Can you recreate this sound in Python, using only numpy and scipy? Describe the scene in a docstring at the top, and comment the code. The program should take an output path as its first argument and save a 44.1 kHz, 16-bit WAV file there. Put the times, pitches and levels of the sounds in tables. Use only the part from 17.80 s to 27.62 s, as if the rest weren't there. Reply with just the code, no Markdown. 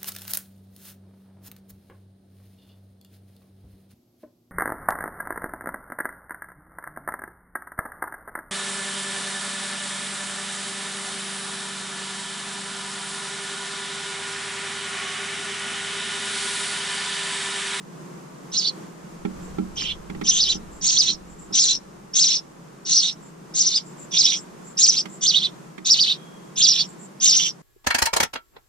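"""On a porch, sparrow chicks beg from inside a wooden nest box. The two sides of each syrinx vibrate
chaotically in hoarse calls, then lock into clear arched whistles; reflections from the walls smear both.
The mother lands with two thumps, hops to the perch and taps about the entrance hole, each impact
exciting the damped modes of the wood. Thin high calls and one far whistle come from the trees,
over outdoor air and a faint low rumble."""
import sys
import numpy as np
from scipy import signal
from scipy.fft import rfft, irfft, next_fast_len
from scipy.io import wavfile
from scipy.ndimage import map_coordinates

SR = 44100
rng = np.random.default_rng(int(sys.argv[2]) if len(sys.argv) > 2 else 0)


def put_to_file(sound):
    """Save the sound as 16-bit audio at rate SR, in the file named by the first command-line argument."""
    columns = np.atleast_2d(sound).T  # one column per channel
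    safe = np.clip(columns, -1, 1)
    whole_steps = np.round(safe * 32767)
    wavfile.write(sys.argv[1], SR, whole_steps.astype(np.int16))


N = 433062

# Levels in the tables are relative; each source applies its own gains and filters.
# begging calls: start t/s, length/s, attack/s, upper voice level/dB, its fade over the call/dB,
# lower voice level/dB, lower voice f/Hz, shrill edge level/dB (added to that of the upper voice)
BEGGING_CALLS = [(0.716, .21, 0.03, -22.5, 19.5, -26.5, 4420, -21.5),
                 (1.956, 0.21, 0.022, -26, 26, -31, 3123, -15),
                 (2.436, .34, 0.037, -19.5, 6.5, -28.5, 3914, -18.5),
                 (3.011, 0.35, 0.052, -15, 11.5, -26.5, 4050, -21.5),
                 (3.724, 0.26, 0.031, -14.5, 7, -26, 3960, -25.5),
                 (4.334, 0.27, 0.029, -13.5, 8.5, -27.5, 3973, -23.5),
                 (5.05, 0.29, 0.068, -17.5, 8.5, -25.5, 4034, -17.5),
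                 (5.738, 0.29, 0.027, -17, 17, -29, 4330, -16),
                 (6.309, 0.29, 0.038, -20.5, 3.5, -26.5, 3710, -13),
                 (6.97, 0.27, 0.0193, -13.5, 14, -29.5, 4030, -10.5),
                 (7.409, 0.3, 0.022, -16.5, 28.5, -28, 3810, -11.5),
                 (8.046, 0.33, 0.0092, -19.5, 21.5, -24, 3998, -1.5),
                 (8.756, 0.31, 0.027, -19.5, 8, -26, 3685, -8), (9.4, 0.32, 0.035, -13, 9, -26.5, 3640, -7)]
# noise spectrum of the shrill edge of a call: f/Hz, level/dB
EDGE_SPECTRUM = [(11000, -42), (12500, -2.5), (14000, -4), (15500, -9)]
# clear arched whistles: start t/s, length/s, top f/Hz, level/dB
WHISTLES = [(0.768, 0.035, 5540, -21.5), (2.007, 0.032, 5380, -31), (2.485, 0.023, 6160, -13),
            (2.603, 0.039, 5290, -18.5), (3.073, 0.033, 5530, -20), (3.175, 0.047, 5260, -16),
            (3.787, 0.019, 5980, -15), (3.791, 0.058, 5490, -19.5), (4.393, 0.053, 5420, -18),
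            (4.441, 0.04, 5890, -19.5), (4.543, 0.027, 5450, -22.5), (5.115, 0.018, 6100, -17),
            (5.135, .046, 6000, -18), (5.167, 0.038, 5910, -16), (5.797, 0.027, 6000, -15.5),
            (5.857, 0.03, 6180, -16.5), (6.373, 0.048, 5500, -16), (6.437, 0.029, 5770, -16),
            (7.019, .044, 5760, -14.5), (7.079, 0.028, 6060, -13), (7.462, 0.05, 5170, -16.5),
            (8.098, 0.046, 5710, -13), (8.194, 0.048, 4900, -18), (8.815, 0.051, 5226, -16),
            (8.871, 0.031, 5900, -15), (8.896, 0.033, 5720, -15), (9.456, .056, 6010, -16),
            (9.511, 0.027, 5650, -16.5), (9.563, 0.023, 6330, -14.5)]
# short rising notes, most of them closing a call: start t/s, base f/Hz, level/dB
RISING_NOTES = [(0.857, 3810, -15), (2.086, 2865, -23.5), (2.574, 3180, -16.5), (2.687, 3315, -16),
                (3.277, 3510, -17), (3.888, 3400, -16), (4.49, 3350, -20.5), (5.23, 3200, -22),
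                (5.945, 4230, -12.5), (6.462, 3244, -16), (7.172, 4310, -14), (7.548, 3140, -11.5),
                (7.627, 3330, -17), (8.288, 3170, -14.5), (8.984, 3810, -14.5), (9.655, 4600, -30)]
# response of a chick's throat: f/Hz, level/dB
THROAT_RESPONSE = [(900, -23), (1900, -5.5), (2500, -2), (3200, 0.5), (6300, -3.5), (7600, 2), (8800, -7.5),
                   (11000, -20.5), (14000, -30.5)]
# stereo differences of the chicks' calls: f/Hz, left minus right level/dB, left phase lead/rad
STEREO_DIFFERENCES = [(2630, -4.5, 1.49), (4260, -3.5, 0.4), (5800, 0.5, 0.88), (6980, 0, 3.27),
                      (9300, -3, 1.3), (12000, 1.5, 0.2)]
# feet and beak on the wood: t/s, thump level/dB, claw level/dB
CONTACTS = [(1.45, -14.5, -28.5), (1.783, -12, -33), (2.019, -29, -24.5), (2.298, -23.5, -29),
            (2.348, -26, -35.5), (2.412, -19, -24), (2.75, -24.5, -64), (3.291, -26.5, -56),
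            (3.705, -28, -58), (7.255, -30, -26), (7.979, -30.5, -29)]
# modes of the box and its shelf: f/Hz, level/dB, decay time T60/s
WOOD_MODES = [(188.3, -4.5, 0.27), (225, -10, 0.29), (312.6, -6, 0.19), (399, -3, .09), (812, -11.5, 0.054),
              (1340, -14, 0.06)]
# spectrum of a claw click: f/Hz, level/dB
CLAW_SPECTRUM = [(500, -16.5), (1900, 1.5), (2600, -4.5), (3700, -9.5), (12000, -33)]
# thin calls from the trees: middle t/s, level/dB
TREE_CALLS = [(1.66, -53), (2.96, -51.5), (3.52, -54.5), (3.63, -49), (5.46, -52.5), (6.09, -51),
              (6.22, -45), (6.6, -45), (6.89, -47), (7.34, -45.5), (9.1, -49.5), (9.23, -46)]
# course of the background: t/s, air level/dB, rumble level/dB
BACKGROUND_LEVELS = [(0, -42, -71), (1.15, -39.5, -67), (1.6, -40.5, -43.5), (2.9, -42, -44.5),
                     (4.8, -45, -66.5), (6.2, -42.5, -67), (9.8, -43.5, -72.5)]
# spectral density of the outdoor air: f/Hz, level/dB
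AIR_SPECTRUM = [(20, -34.5), (100, -41), (135, -4), (170, 2.5), (260, -8.5), (345, -4), (430, -9),
                (730, -14.5), (1050, -13), (2200, -25.5), (4000, -31.5), (7000, -28), (15000, -44.5)]
# likeness of the air on left and right: f/Hz, correlation coefficient
AIR_CORRELATION = [(130, 0.99), (700, -0.29), (3000, 0.29), (10000, 0.0063)]
# spectral density of the rumble: f/Hz, level/dB
RUMBLE_SPECTRUM = [(30, -4), (42, -6.5), (57, 1.5), (70, -9), (86, -3), (160, -63.5)]

RISING_NOTE_S = .035


def begging(upper_hz=6000, sag=.06, lower_swing=.2, hiss_db=-15, flash_db=11, slur_s=.013, slur_db=-4):
    """Two-voice phonation: a call slurs up thinly, turns hoarse on both sides and ends thin and falling."""
    out = np.zeros(N)
    for start, length, attack_s, high_db, fade_db, low_db, lower_hz, edge_db in BEGGING_CALLS:
        t, gate = note(start, start + length, rise=.003, fall=.011)
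        upper_db, lower_db, whistling = effort(t, attack_s, high_db, fade_db, low_db)
        # each whistle draws the lower voice up; it sags between them
        low_hz = lower_hz * (1 + lower_swing * (whistling - whistling.mean()))
        opening, closing = np.exp(-(t - t[0]) / slur_s), np.exp(-(t[-1] - t) / .028)
        hz = upper_hz * (1 + sag * np.linspace(1, -1, len(t)) - .2 * opening - .04 * closing)
        thin = np.maximum(opening, closing) ** 1.05  # weak breath pressure keeps the tone clear
        clear = voice(hz, jitter=.032, jitter_rate=460, flutter_db=2, flutter_rate=270)
        rough = amp(upper_db) * hoarse(hz, jitter=.09) + amp(lower_db) * hoarse(low_hz, jitter=.14)
        hiss = amp(hiss_db) * np.abs(rough) * rng.standard_normal(len(t))
        edge_noise = unit(coloured(rng.standard_normal(len(t)), EDGE_SPECTRUM))
        edge = amp(upper_db + edge_db + flash_db * whistling - 4) * edge_noise
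        call = thin * amp(upper_db + slur_db) * clear + (1 - thin) * (rough + hiss + edge)
        add(out, t[0], gate * call)
    return out


def effort(t, attack_s, upper_db, fade_db, lower_db, release_s=.052):
    """Amplitude envelopes: level/dB of both hoarse voices, and the nearness (0-1) of a whistle."""
    attack = np.clip(1 - (t - t[0]) / attack_s, 0, 1)
    release = np.clip(1 - (t[-1] - t) / release_s, 0, 1)
    starts, lengths = np.transpose(WHISTLES)[:2]
    whistling = nearness(t, starts + lengths / 2, lengths / 2)
    pushing = nearness(t, np.transpose(RISING_NOTES)[0] + RISING_NOTE_S / 2, .0065)
    # both voices give way to a whistle; the lower one swells at a rising note
    upper = upper_db - 12 * attack - 5.5 * release - 4 * whistling - fade_db * np.linspace(0, 1, len(t))
    lower = lower_db - 16.5 * attack - 21 * release - 1.5 * whistling + 1.5 * pushing
    return upper, lower, whistling


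def hoarse(hz, jitter):
    """Chaotic vibration: fast random modulation spreads a wide spectral skirt round a wandering tone."""
    glide = hz * (1 + jitter / 2 * wobble(45, len(hz)))
    skirt = voice(glide, jitter, jitter_rate=2500, flutter_db=3.5, flutter_rate=930)
    core = voice(glide, jitter=.025, jitter_rate=1000, flutter_db=4, flutter_rate=260)
    return unit(skirt + .6 * core)


def voice(hz, jitter, jitter_rate, flutter_db, flutter_rate, octave_db=-31):
    """One side of a syrinx: an oscillator with a weak octave and random frequency and level modulation."""
    trembling_hz = hz * (1 + jitter * wobble(jitter_rate, len(hz)))
    phase = 2 * np.pi * np.cumsum(trembling_hz) / SR
    flutter = amp(flutter_db * wobble(flutter_rate, len(hz)))
    return unit(flutter * (np.sin(phase) + amp(octave_db) * np.sin(2 * phase)))


def whistles(crest=.38, rise_hz_per_s=36000, fall_hz_per_s=31000, lead_s=.007, trail_s=.003):
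    """Near-periodic vibration: a hoarse hum locks into a clear arch (quick rise, slower fall) and frays."""
    out = np.zeros(N)
    for start, length, top_hz, db in WHISTLES:
        end = start + length
        rise_hz, fall_hz = rise_hz_per_s * length, fall_hz_per_s * length  # longer arches are deeper
        t, gate = note(start - .03, end + .02, rise=.01, fall=.01)
        progress = (t - start) / length
        rising_hz = top_hz - rise_hz * (1 - progress / crest) ** 2
        falling_hz = top_hz - fall_hz * np.abs((progress - crest) / (1 - crest)) ** 1.7
        arch_hz = np.where(progress < crest, rising_hz, falling_hz)
        rest_hz = np.where(progress < crest, .96 * (top_hz - rise_hz), .86 * (top_hz - fall_hz))
        hz = rest_hz + 120 * np.logaddexp(0, (arch_hz - rest_hz) / 120)  # soft floor at the rest pitch
        swell = np.sin(np.pi * np.clip(progress, 0, 1))
        tails = np.exp(np.minimum(t - start, 0) / lead_s - np.maximum(t - end, 0) / trail_s)
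        pressure = (.55 + .45 * swell) * tails
        jitter = .012 + .03 * (1 - swell) ** 3
        # the other side of the syrinx sings above a low whistle and below a high one
        ratio, second_db = (1.18, -5) if top_hz < 5550 else (.88, -9)
        first = voice(hz, jitter, jitter_rate=1100, flutter_db=2, flutter_rate=350)
        second = voice(hz * ratio, jitter * 1.3, jitter_rate=1100, flutter_db=3, flutter_rate=350)
        add(out, t[0], amp(db + 3.5) * gate * pressure * (first + amp(second_db) * swell * second))
    return out


def rising_notes(sideband_step_db=-10, crest=.68, bend=.16):
    """Frequency glide: a grainy tone slides upward and tips over, with sidebands stacked above it."""
    out = np.zeros(N)
    for start, base_hz, db in RISING_NOTES:
        t, gate = note(start - .014, start + RISING_NOTE_S + .011, rise=.028, fall=.016)
        progress = (t - start) / RISING_NOTE_S
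        hz = base_hz * (1.06 + bend * np.cos(np.pi * (progress - crest) / 1.15))
        for k, ratio in enumerate([1, 1.19, 1.5]):
            tone = voice(hz * ratio, jitter=.022, jitter_rate=1100, flutter_db=3, flutter_rate=400)
            add(out, t[0], amp(db - 4.5 + sideband_step_db * k) * gate * tone)
    return out


def nest_box(x, walls_db, walls_t60=.06, porch_db=-33, porch_t60=.44):
    """Reverberation: close wooden walls smear each call and the porch adds a faint tail."""
    out, t = np.zeros((2, N)), np.arange(SR // 4) / SR
    starts = [call[0] - .05 for call in BEGGING_CALLS]
    for start, end in zip(starts, starts[1:] + [N / SR]):
        call = x[round(start * SR):round(end * SR)]
        for side in out:  # new reflections for each call, as the mother shifts in the hole
            walls, porch = rng.standard_normal((2, len(t))) * amp(-60 * t / [[walls_t60], [porch_t60]])
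            response = (amp(walls_db) * unit(walls) + amp(porch_db) * unit(porch)) / np.sqrt(len(t))
            response[0] += 1  # the direct sound
            add(side, start, signal.fftconvolve(call, response))
    return out


def stereo_paths(x):
    """Interchannel level and phase differences: half of each goes to either side."""
    table, half = np.array(STEREO_DIFFERENCES), np.array([[.5], [-.5]])
    levels, phases = table[:, :2], table[:, ::2]
    return filtered(x, lambda hz: amp(half * along(levels, hz)) * np.exp(1j * half * along(phases, hz)))


def knocks(left_db=-6, left_lag_s=.0009, claw_t60=.05, attack_s=.0019):
    """Impact excitation: the mother's feet and beak ring the modes of the boards and add a short click."""
    out, t = np.zeros((2, N)), np.arange(SR // 3) / SR
    for start, thump_db, claw_db in CONTACTS:
        ring = sum(amp(db + rng.normal() - 60 * t / t60) * np.sin(2 * np.pi * (hz * t + rng.random()))
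                   for hz, db, t60 in WOOD_MODES)
        claw = unit(coloured(rng.standard_normal(len(t)), CLAW_SPECTRUM)) * amp(-60 * t / claw_t60)
        knock = (amp(thump_db) * ring + amp(claw_db) * claw) * (1 - np.exp(-t / attack_s))
        add(out[0], start + left_lag_s, amp(left_db) * knock)
        add(out[1], start, knock)
    return out


def far_calls(pitch_hz=7400):
    """Scattering: trees blur the thin calls, which waver independently on left and right."""
    out = np.zeros((2, N))
    for middle, level_db in TREE_CALLS:
        t, gate = note(middle - .055, middle + .055, rise=.04, fall=.06)
        hz = np.full(len(t), pitch_hz)
        for side in out:
            call = voice(hz, jitter=.04, jitter_rate=1200, flutter_db=3, flutter_rate=150)
            add(side, t[0], amp(level_db) * gate * call)
    return out


def far_whistle(start=8.33, end=8.75, pitch_hz=3280, gain_db=-55):
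    """Attenuation with distance: a faint whistle holds its pitch and slowly fades."""
    out = np.zeros((2, N))
    t, gate = note(start, end, rise=.03, fall=.52)
    for side in out:
        tone = voice(np.full(len(t), pitch_hz), jitter=.0215, jitter_rate=500, flutter_db=4, flutter_rate=58)
        add(side, start, amp(gain_db) * gate * tone)
    return out


def outdoors():
    """Partly correlated noise: gently swelling air, wide in the treble, and a rumble that comes and goes."""
    def mid_side_response(hz):
        angle = np.arccos(np.clip(along(AIR_CORRELATION, hz), -1, 1)) / 2
        return amp(along(AIR_SPECTRUM, hz)) * [np.cos(angle), np.sin(angle)]

    times, *levels = np.transpose(BACKGROUND_LEVELS)
    air_db, rumble_db = [np.interp(np.arange(N) / SR, times, db) for db in levels]
    mid, side = filtered(rng.standard_normal((2, N)), mid_side_response)
    sway_db = .9 * wobble(7, N)
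    air = amp(air_db + sway_db) * unit(np.array([mid + side, mid - side]))
    rumble = unit(coloured(rng.standard_normal(N) + 1.2 * rng.standard_normal((2, N)), RUMBLE_SPECTRUM))
    return air + amp(rumble_db) * rumble


def amp(db):
    """Amplitude ratio of a level in decibels."""
    return 10 ** (np.asarray(db) / 20)


def unit(x):
    """Normalisation to rms 1."""
    return x / np.sqrt(np.mean(x ** 2) + 1e-20)


def along(points, hz):
    """Interpolation of (f/Hz, value) points on a logarithmic frequency axis."""
    freqs, values = np.transpose(points)
    return np.interp(np.log(hz + 1), np.log(freqs + 1), values)


def wobble(rate, size):
    """Smooth random modulation with `rate` knots a second."""
    knots = rng.standard_normal(int(size * rate / SR) + 4)
    return map_coordinates(knots, [np.arange(size) * rate / SR])


def nearness(t, middles, widths):
    """Gaussian windows: 1 at the middle of any note, falling to 0 away from them."""
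    return np.exp(-((t[:, None] - middles) / widths) ** 2).max(axis=1)


def filtered(x, response):
    """Linear filtering: the spectrum of x times a frequency response."""
    size = x.shape[-1]
    padded = next_fast_len(size + 8192)
    return irfft(rfft(x, padded) * response(np.fft.rfftfreq(padded, 1 / SR)), padded)[..., :size]


def coloured(x, spectrum):
    """Spectral shaping by (f/Hz, level/dB) points."""
    return filtered(x, lambda hz: amp(along(spectrum, hz)))


def add(track, start, x):
    """Superposition of x on the track from start/s."""
    part = track[max(round(start * SR), 0):][:len(x)]
    part += x[:len(part)]


def note(start, end, rise, fall):
    """Time windowing: the times t/s of a note and its sine-tapered gate."""
    t = start + np.arange(max(round((end - start) * SR), 256)) / SR
    edge = np.clip((t - start) / rise, 0, 1) * np.clip((t[-1] - t) / fall, 0, 1)
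    return t, np.sin(edge * np.pi / 2)


def scene():
    """Superposition: chicks in the box, their clear notes the most direct; the mother on it; the garden."""
    hoarse_calls = nest_box(coloured(begging(), THROAT_RESPONSE), walls_db=-3)
    clear_calls = nest_box(coloured(whistles() + rising_notes(), THROAT_RESPONSE), walls_db=-8)
    return stereo_paths(hoarse_calls + clear_calls) + knocks() + far_calls() + far_whistle() + outdoors()


def record(dry):
    """Band limiting: an ideal low-pass filter removes everything above 15.2 kHz."""
    return filtered(dry, lambda hz: hz < 15200)


dry = scene()
out = record(dry)
put_to_file(out)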